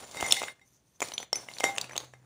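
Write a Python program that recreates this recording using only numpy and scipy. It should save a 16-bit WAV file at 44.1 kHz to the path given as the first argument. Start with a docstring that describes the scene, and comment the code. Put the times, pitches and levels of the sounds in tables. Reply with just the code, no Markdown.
"""Over a faint hum in a small room, a hand scoops dry clay shards out of a ceramic bowl.
Stick-slip friction makes the pile grind and scrape; impacts give dry clacks, set the bowl's modes
ringing and make thin shards ping. In a lull, one flat shard rubs faintly in the lifted hand.
After one second the pieces slide back in, clacking and striking the bowl, and the hum rises
as the last of them settle."""
import sys
import numpy as np
from scipy import signal
from scipy.fft import rfft, irfft
from scipy.io import wavfile
from scipy.ndimage import uniform_filter1d

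SR = 44100
rng = np.random.default_rng(int(sys.argv[2]) if len(sys.argv) > 2 else 0)


def generate_wav(signal):
    """Clip the signal to [-1, 1] and save it as 16-bit WAV at the path in sys.argv[1]."""
    frames = np.transpose(np.atleast_2d(signal))
    scaled = np.clip(frames, -1, 1) * 32767
    pcm = np.round(scaled).astype(np.int16)
    wavfile.write(sys.argv[1], SR, pcm)


N = 99225
T = np.arange(N) / SR


def from_db(db):
    """Amplitude ratio of a level in decibels."""
    return 10 ** (np.asarray(db) / 20)


def rms_one(x):
    """Normalisation to unit rms."""
    return x / np.sqrt(np.mean(x ** 2) + 1e-20)


def onset_rms_one(x):
    """Normalisation to unit rms over the first 5 ms."""
    return x / (x[:SR // 200].std() + 1e-12)


def envelope(rows, column=1):
    """Gain over time, interpolated in decibels."""
    rows = np.array(rows)
    return from_db(np.interp(T, rows[:, 0], rows[:, column]))


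def colour(x, points):
    """Spectral shaping by (f/Hz, level/dB) points."""
    hz, db = np.transpose(points)
    f = np.maximum(np.fft.rfftfreq(len(x), 1 / SR), 1)
    return irfft(rfft(x) * from_db(np.interp(np.log(f), np.log(hz), db)), len(x))


def butterworth(x, kind, hz):
    """Second-order high-pass or low-pass filter."""
    return signal.sosfilt(signal.butter(2, hz, kind, fs=SR, output="sos"), x)


def resonance(x, hz, width_hz):
    """Forced response of a resonator with unit peak gain."""
    r = np.exp(-np.pi * width_hz / SR)
    feedback = [1, -2 * r * np.cos(2 * np.pi * hz / SR), r * r]
    return signal.lfilter(np.array([1, 0, -1]) * (1 - r * r) / 2, feedback, x)


def decay(t, t60):
    """Exponential damping: 60 dB in t60 seconds."""
    return np.exp(-np.log(1000) * t / t60)


def ring(hz, t60):
    """Free vibration of one damped mode."""
    t = T[:SR // 2]
    return np.sin(2 * np.pi * hz * t) * decay(t, t60)


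def add(out, start_s, sound):
    """Superposition of a sound from start_s on."""
    i = int(start_s * SR)
    out[i:i + len(sound)] += sound[:N - i]


# Spectrum of the room noise: f/Hz, level/dB
NOISE_SPECTRUM = [(20, -30), (60, -3), (120, 0), (300, -7), (1000, -20), (3000, -23), (9000, -28),
                  (16000, -42)]
# Envelope of the hum: t/s, level/dB
HUM_ENVELOPE = [(0, -72), (1.7, -72), (1.85, -59), (2.25, -58)]


def background(noise_db=-66.5, hum_hz=126):
    """Superposition of broadband room noise and a low pure tone."""
    noise = from_db(noise_db) * rms_one(colour(rng.standard_normal(N), NOISE_SPECTRUM))
    hum = np.sqrt(2) * envelope(HUM_ENVELOPE) * np.sin(2 * np.pi * hum_hz * T)
    return noise + hum


def slips(slips_per_s=3000, spread_db=3.2, flutter_per_s=90, flutter_db=2.5):
    """Stick-slip friction: rough faces advance in dense, uneven jerks."""
    sizes = from_db(spread_db * np.minimum(rng.exponential(1, N), 4)) * rng.choice([-1, 1], N)
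    flutter = np.interp(T * flutter_per_s, np.arange(N), rng.standard_normal(N))
    slipping = rng.random(N) < slips_per_s / SR
    return sizes * slipping * from_db(flutter_db * flutter)


def scraped(modes, shifts_per_s=25, shift_db=5):
    """Frictional excitation: each resonance swells and fades as the contacts shift."""
    out = np.zeros(N)
    for hz, width_hz, db in modes:
        contact = np.interp(T * shifts_per_s, np.arange(N), np.clip(rng.standard_normal(N), -1.5, 1.5))
        force = slips() * from_db(shift_db * contact)
        out += from_db(db) * rms_one(resonance(force, hz, width_hz))
    return rms_one(out)


# Friction in the pile: t/s, grinding level/dB, scraping level/dB
PILE_FRICTION = [(0, -50, -50), (.07, -56.5, -55), (.13, -56, -50.5), (.19, -45, -47), (.25, -41, -42.5),
                 (.345, -44, -37), (.40, -49.5, -43.5), (.45, -48, -48), (.5, -56, -56), (.54, -70, -69.5),
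                 (.64, -74.5, -75), (.76, -71, -70), (.83, -80, -76), (.995, -72, -72), (1.03, -43, -46),
                 (1.11, -54, -51), (1.17, -53.5, -60.5), (1.235, -52, -53), (1.26, -69, -70),
                 (1.322, -74, -88), (1.35, -46, -51), (1.46, -57, -58), (1.59, -56, -51), (1.63, -54, -51),
                 (1.65, -38, -38), (1.74, -51, -55), (1.83, -45, -54), (1.88, -54, -64.5),
                 (2.0, -49, -52.5), (2.1, -64.5, -69), (2.25, -69, -79)]
# Spectrum of dull grinding: f/Hz, level/dB
GRIND_SPECTRUM = [(30, -37), (70, -7), (150, -3.5), (300, -1.5), (550, 1), (900, 0.5), (1400, -6),
                  (2200, -7), (4000, -26.5), (16000, -46)]
# Spectrum of gritty scraping: f/Hz, level/dB
GRIT_SPECTRUM = [(30, -55), (1200, -20), (2500, -1), (3600, 2), (4900, 0), (6300, -0.5), (8200, -5),
                 (9300, -5), (10200, -11), (11200, -8), (13600, -22), (16000, -19)]
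# Resonances of scraped shards: f/Hz, bandwidth/Hz, level/dB
SHARD_MODES = [(3550, 78, -6), (4450, 110, -7.5), (5600, 85, -5), (6050, 110, -3), (6800, 110, -5.5),
               (7110, 70, 0), (7660, 110, -7.5), (8550, 110, -8), (9210, 100, 0.5), (9550, 130, -6),
               (11130, 180, -9)]


def pile_friction():
    """Sliding friction in the pile radiates broadband noise and drives the shards' resonances."""
    grit = rms_one(colour(slips(), GRIT_SPECTRUM))
    scraping = rms_one(grit + scraped(SHARD_MODES))
    grinding = rms_one(colour(slips(), GRIND_SPECTRUM))
    return envelope(PILE_FRICTION, 1) * grinding + envelope(PILE_FRICTION, 2) * scraping


def thud(rattle_db=-9, rattle_t60=.02):
    """Recoil: the whole shard makes one heavily damped swing and jolts the pile."""
    t = T[:SR // 20]
    jolt = rng.standard_normal(len(t)) * decay(t, rattle_t60)
    impulse = t == 0
    force = from_db(rattle_db) * jolt / np.linalg.norm(jolt) - impulse
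    swing = resonance(force, hz=rng.uniform(619, 639), width_hz=1100)
    dulled = butterworth(swing, "low", hz=870)
    return onset_rms_one(butterworth(dulled, "high", hz=253))


def clack(centre_hz, spread_oct=.3, t60=.01, count=12, chatter_db=-4):
    """Contact damping: the pile chokes the modes of a struck shard."""
    t = T[:SR // 20]
    octaves = spread_oct * (np.linspace(-2, 2, count) + rng.uniform(-.18, .15, count))
    bell_curve = np.exp(-(octaves / spread_oct) ** 2 / 2)
    weights = bell_curve * rng.choice([-1, 1], count) * rng.uniform(.73, 1, count)
    modes = np.sin(2 * np.pi * np.outer(centre_hz * 2 ** octaves, t))
    strike = weights @ modes * decay(t, t60)
    lag_s = rng.uniform(.00035, .00141)  # rough faces touch again at once
    chatter = from_db(chatter_db) * np.interp(t - lag_s, t, strike, left=0)
    return onset_rms_one(butterworth(strike + chatter, "high", hz=1100))


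def tick(crack_db=-11, crack_t60=.011):
    """Hard contact: meeting edges excite high, choked modes and crush grit with a crack."""
    t = T[:SR // 20]
    noise = colour(rng.standard_normal(len(t)), [(3000, -30), (6000, 0), (10000, 0), (14000, -13)])
    crack = from_db(crack_db) * onset_rms_one(noise * decay(t, crack_t60))
    return clack(centre_hz=6807, spread_oct=.33, t60=.016, count=18) + crack


# Shard on shard: t/s, thud level/dB, clack level/dB, clack centre f/Hz, tick level/dB
COLLISIONS = [(0.112, -52.5, -53, 3800, -47), (0.147, -42, -56.5, 2300, -56.5), (0.17, -48, -45, 2300, -42),
              (0.202, -45, -37.5, 2100, -48.5), (0.209, -37, -37.5, 3100, -34.5),
              (0.2268, -26, -38, 2600, -41), (0.264, -41.5, -43.5, 2100, -35.5),
              (0.286, -44, -42.5, 2600, -44), (0.3087, -42, -30.5, 3200, -36.5),
              (0.323, -44, -14.5, 3500, -17), (0.33, -35, -39.5, 2200, -45.5), (0.343, -53, -38, 3000, -38),
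              (0.367, -55, -37, 2100, -40), (0.418, -31, -39.5, 2100, -45), (0.428, -68, -41, 2300, -41),
              (0.4341, -33.5, -40, 2300, -48), (0.439, -50.5, -36, 3100, -48),
              (0.483, -54, -37.5, 2100, -54), (0.5951, -73, -58, 1900, -68),
              (1.0045, -39.5, -39, 2900, -37.5), (1.0184, -28.5, -31, 2300, -34.5),
              (1.0254, -30, -31.5, 2300, -34.5), (1.085, -54, -45, 4400, -44.5),
              (1.1197, -44, -39.5, 3500, -52), (1.137, -65, -43, 3800, -47),
              (1.1794, -46.5, -27.5, 3300, -48), (1.202, -41.5, -46, 3400, -51),
              (1.229, -45.5, -42, 2200, -48.5), (1.3294, -29, -38, 3100, -32.5),
              (1.356, -49.5, -39.5, 2300, -40.5), (1.486, -47, -40.5, 2400, -57),
              (1.514, -50, -49.5, 3100, -65), (1.537, -67, -43.5, 4300, -54.5),
              (1.568, -61, -48.5, 2500, -68), (1.5848, -50, -37, 4400, -48), (1.601, -43, -39, 3000, -37),
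              (1.605, -31.5, -36, 2500, -37), (1.636, -33.5, -35, 2100, -39.5),
              (1.6401, -21.5, -22.5, 2100, -27.5), (1.658, -48, -54, 2100, -51),
              (1.762, -46, -46.5, 2300, -53), (1.775, -41.5, -45, 2700, -41.5),
              (1.7822, -35, -26, 3200, -30.5), (1.8131, -58, -32, 4300, -33.5),
              (1.8426, -48, -42, 2600, -50), (1.895, -49, -46, 2100, -55), (1.911, -54, -43.5, 2000, -57),
              (1.933, -45.5, -47, 2200, -54), (1.957, -39.5, -40.5, 2500, -54.5),
              (1.9642, -37, -35.5, 3300, -39.5), (1.978, -40.5, -29.5, 4000, -35.5),
              (2.003, -47.5, -46, 3300, -53), (2.1366, -49.5, -51, 2100, -63.5)]


def knocks():
    """Impact excitation: each collision is the sum of a thud, a clack and a tick."""
    out = np.zeros(N)
    for s, thud_db, clack_db, hz, tick_db in COLLISIONS:
        add(out, s, from_db(thud_db) * thud())
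        add(out, s, from_db(clack_db) * clack(hz))
        add(out, s, from_db(tick_db) * tick())
    return out


# Normal modes of the bowl, dragged or struck: f/Hz, level/dB, T60/s
CERAMIC_MODES = [(792, -6, .25), (1090, -17, .15), (1992, -13, .13), (2104, -2, .16), (3740, -10, .15),
                 (4635, -20, .13), (5628, -10, .14), (7195, -12, .12), (7870, -12, .12), (9125, -15, .12),
                 (10730, -16, .1), (11340, -16, .12), (12910, -19, .1)]
# Shards dragging along the bowl's wall: t/s, level/dB
DRAG_ENVELOPE = [(.13, -70), (.19, -39), (.275, -39), (.32, -50), (.39, -44), (.46, -51), (.495, -42),
                 (.515, -76.5)]


def wall_drag(corner_hz=1800):
    """Forced vibration: dragging shards bow all but the bowl's two deepest modes."""
    ringing = np.zeros(N)
    for hz, db, t60 in CERAMIC_MODES[2:]:
        width_hz = np.log(1000) / (np.pi * t60)
        gain = from_db(db) / np.hypot(1, (hz / corner_hz) ** 2)
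        ringing += gain * rms_one(resonance(slips(), hz, width_hz))
    steady = ringing / np.sqrt(uniform_filter1d(ringing ** 2, size=1500) + 1e-6)
    touching = T < DRAG_ENVELOPE[-1][0]
    return envelope(DRAG_ENVELOPE) * steady * touching


# Shard on bowl: t/s, level/dB, contact corner f/Hz, added level/dB of the two deepest modes
BOWL_IMPACTS = [(.142, -40, 2500, -8), (.171, -32, 4500, -10), (.243, -31, 3000, -6), (.331, -35, 2500, -6),
                (.369, -24, 1800, -11), (.419, -30.5, 1500, -6), (.484, -33, 1800, -14),
                (.614, -43, 1800, -14), (1.019, -41, 2500, -6), (1.330, -35, 2000, -10),
                (1.486, -42, 4000, -14), (1.605, -32, 2500, -10), (1.641, -21, 5000, -1),
                (1.6629, -23, 1800, -8), (1.688, -29, 1500, 2), (1.896, -47, 2500, -10),
                (2.137, -51, 4000, -10)]


def bowl_strikes(uneven_db=1.5):
    """Modal superposition: soft contacts excite fewer high modes, heavy ones more of the deep modes."""
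    out = np.zeros(N)
    modes = np.array([from_db(db) * ring(hz, t60) for hz, db, t60 in CERAMIC_MODES])
    mode_hz = np.array(CERAMIC_MODES)[:, 0]
    k = np.arange(len(modes))
    for s, db, corner_hz, deep_db in BOWL_IMPACTS:
        levels_db = db + deep_db * (k < 2) + uneven_db * rng.standard_normal(len(k))
        strengths = from_db(levels_db) / np.hypot(1, (mode_hz / corner_hz) ** 1.3)
        add(out, s, ((-1) ** k * strengths) @ modes)
    return out


# Notes of thin shards: t/s, f/Hz, level/dB, T60/s
THIN_SHARD_NOTES = [(.212, 9060, -39, .06), (.243, 7020, -35.5, 0.09), (.278, 9050, -35, .09),
                    (.283, 7000, -34, 0.073), (.3115, 5430, -16.5, 0.039), (.324, 9060, -17, 0.023),
                    (.429, 6960, -41.5, .08), (1.019, 7060, -26.5, 0.061), (1.18, 7000, -36, 0.069),
                    (1.3305, 5435, -13.5, 0.021), (1.641, 7190, -27, 0.11), (1.642, 6500, -31, 0.051),
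                    (1.754, 9200, -39, 0.028), (1.763, 6600, -36, .02), (1.814, 4650, -32, .03),
                    (1.814, 5890, -30, .025), (1.978, 6500, -20, 0.015)]


def pings():
    """Free vibration: a loose, thin shard rings briefly at a natural frequency."""
    out = np.zeros(N)
    for s, hz, db, t60 in THIN_SHARD_NOTES:
        add(out, s, from_db(db) * ring(hz, t60))
    return out


def table_bump(start_s=.227, level_db=-34):
    """Damped oscillation: the bowl bumps the table with one low thump."""
    out = np.zeros(N)
    thump = butterworth(ring(hz=90, t60=.06), "high", hz=50)
    add(out, start_s, from_db(level_db) * thump)
    return out


# The flat shard rubbing in the lifted hand: t/s, level/dB
HAND_ENVELOPE = [(.63, -85), (.665, -64), (.70, -69), (.74, -60), (.81, -80), (.89, -68), (1.0, -68),
                 (1.05, -85)]
# Its resonances under the fingers: f/Hz, bandwidth/Hz, level/dB
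HELD_MODES = [(6150, 350, 0), (9100, 300, -9), (11600, 300, -11)]


def hand_rub():
    """Damping by the fingers broadens the resonances of the rubbed flat shard."""
    return envelope(HAND_ENVELOPE) * scraped(HELD_MODES)


# Impacts on the flat shard in the hand: t/s, level/dB
FLAT_SHARD_IMPACTS = [(1.1381, -30.5), (1.18, -35), (1.206, -39), (1.221, -41), (1.357, -23.5),
                      (1.548, -44), (1.92, -42.5)]
# Its normal modes: f/Hz, level/dB, T60/s
FLAT_SHARD_MODES = [(6016, -0.5, .068), (10640, -14, .08)]


def flat_shard():
    """Linear response: every impact excites the same two modes, and only the level varies."""
    out = np.zeros(N)
    note = sum(from_db(db) * ring(hz, t60) for hz, db, t60 in FLAT_SHARD_MODES)
    for s, db in FLAT_SHARD_IMPACTS:
        add(out, s, from_db(db) * note)
    return out


# Spectrum of the room's reflections: f/Hz, level/dB
REVERB_SPECTRUM = [(60, -7.5), (300, -1), (900, -0.5), (2100, 1), (4000, 0.5), (8000, -2), (15000, -8.5)]


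def room(x, t60=.4, level_db=-12, delay_s=.0063):
    """Reverberation: convolution with the diffuse reflections of a small room."""
    t = T[:SR // 2]
    tail = rng.standard_normal(len(t)) * decay(t, t60)
    tail = colour(tail / np.linalg.norm(tail), REVERB_SPECTRUM)
    build_up = np.clip(t / delay_s - 1, 0, 1)
    fade_out = 1 - t / t[-1]
    return from_db(level_db) * signal.fftconvolve(x, tail * build_up * fade_out)[:N]


def scene(bowl_send_db=-6):
    """Superposition of the direct sounds and the reverberation of the impacts."""
    impacts = knocks() + pings() + table_bump() + flat_shard()
    bowl = bowl_strikes()
    reflections = room(impacts + from_db(bowl_send_db) * bowl)
    friction = pile_friction() + wall_drag() + hand_rub()
    return (impacts + bowl + reflections + friction + background())[None]


def record(dry, port_db=16, gate_db=-50.5, gate_slope=.61, gate_range_db=5.5, ceiling=.9, cutoff_hz=15550):
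    """Microphone port resonance, downward expansion, soft saturation and a steep low-pass."""
    x = dry + from_db(port_db) * resonance(dry, hz=15150, width_hz=280)
    level_db = 10 * np.log10(np.abs(uniform_filter1d(x ** 2, size=600)) + 1e-12)
    reduction_db = np.clip(gate_slope * (gate_db - level_db), 0, gate_range_db)
    gated = x * from_db(-reduction_db)
    rounded = gated / (1 + (gated / ceiling) ** 4) ** (1 / 4)
    return signal.sosfilt(signal.ellip(10, .1, 70, cutoff_hz, fs=SR, output="sos"), rounded)


dry = scene()
out = record(dry)
generate_wav(out)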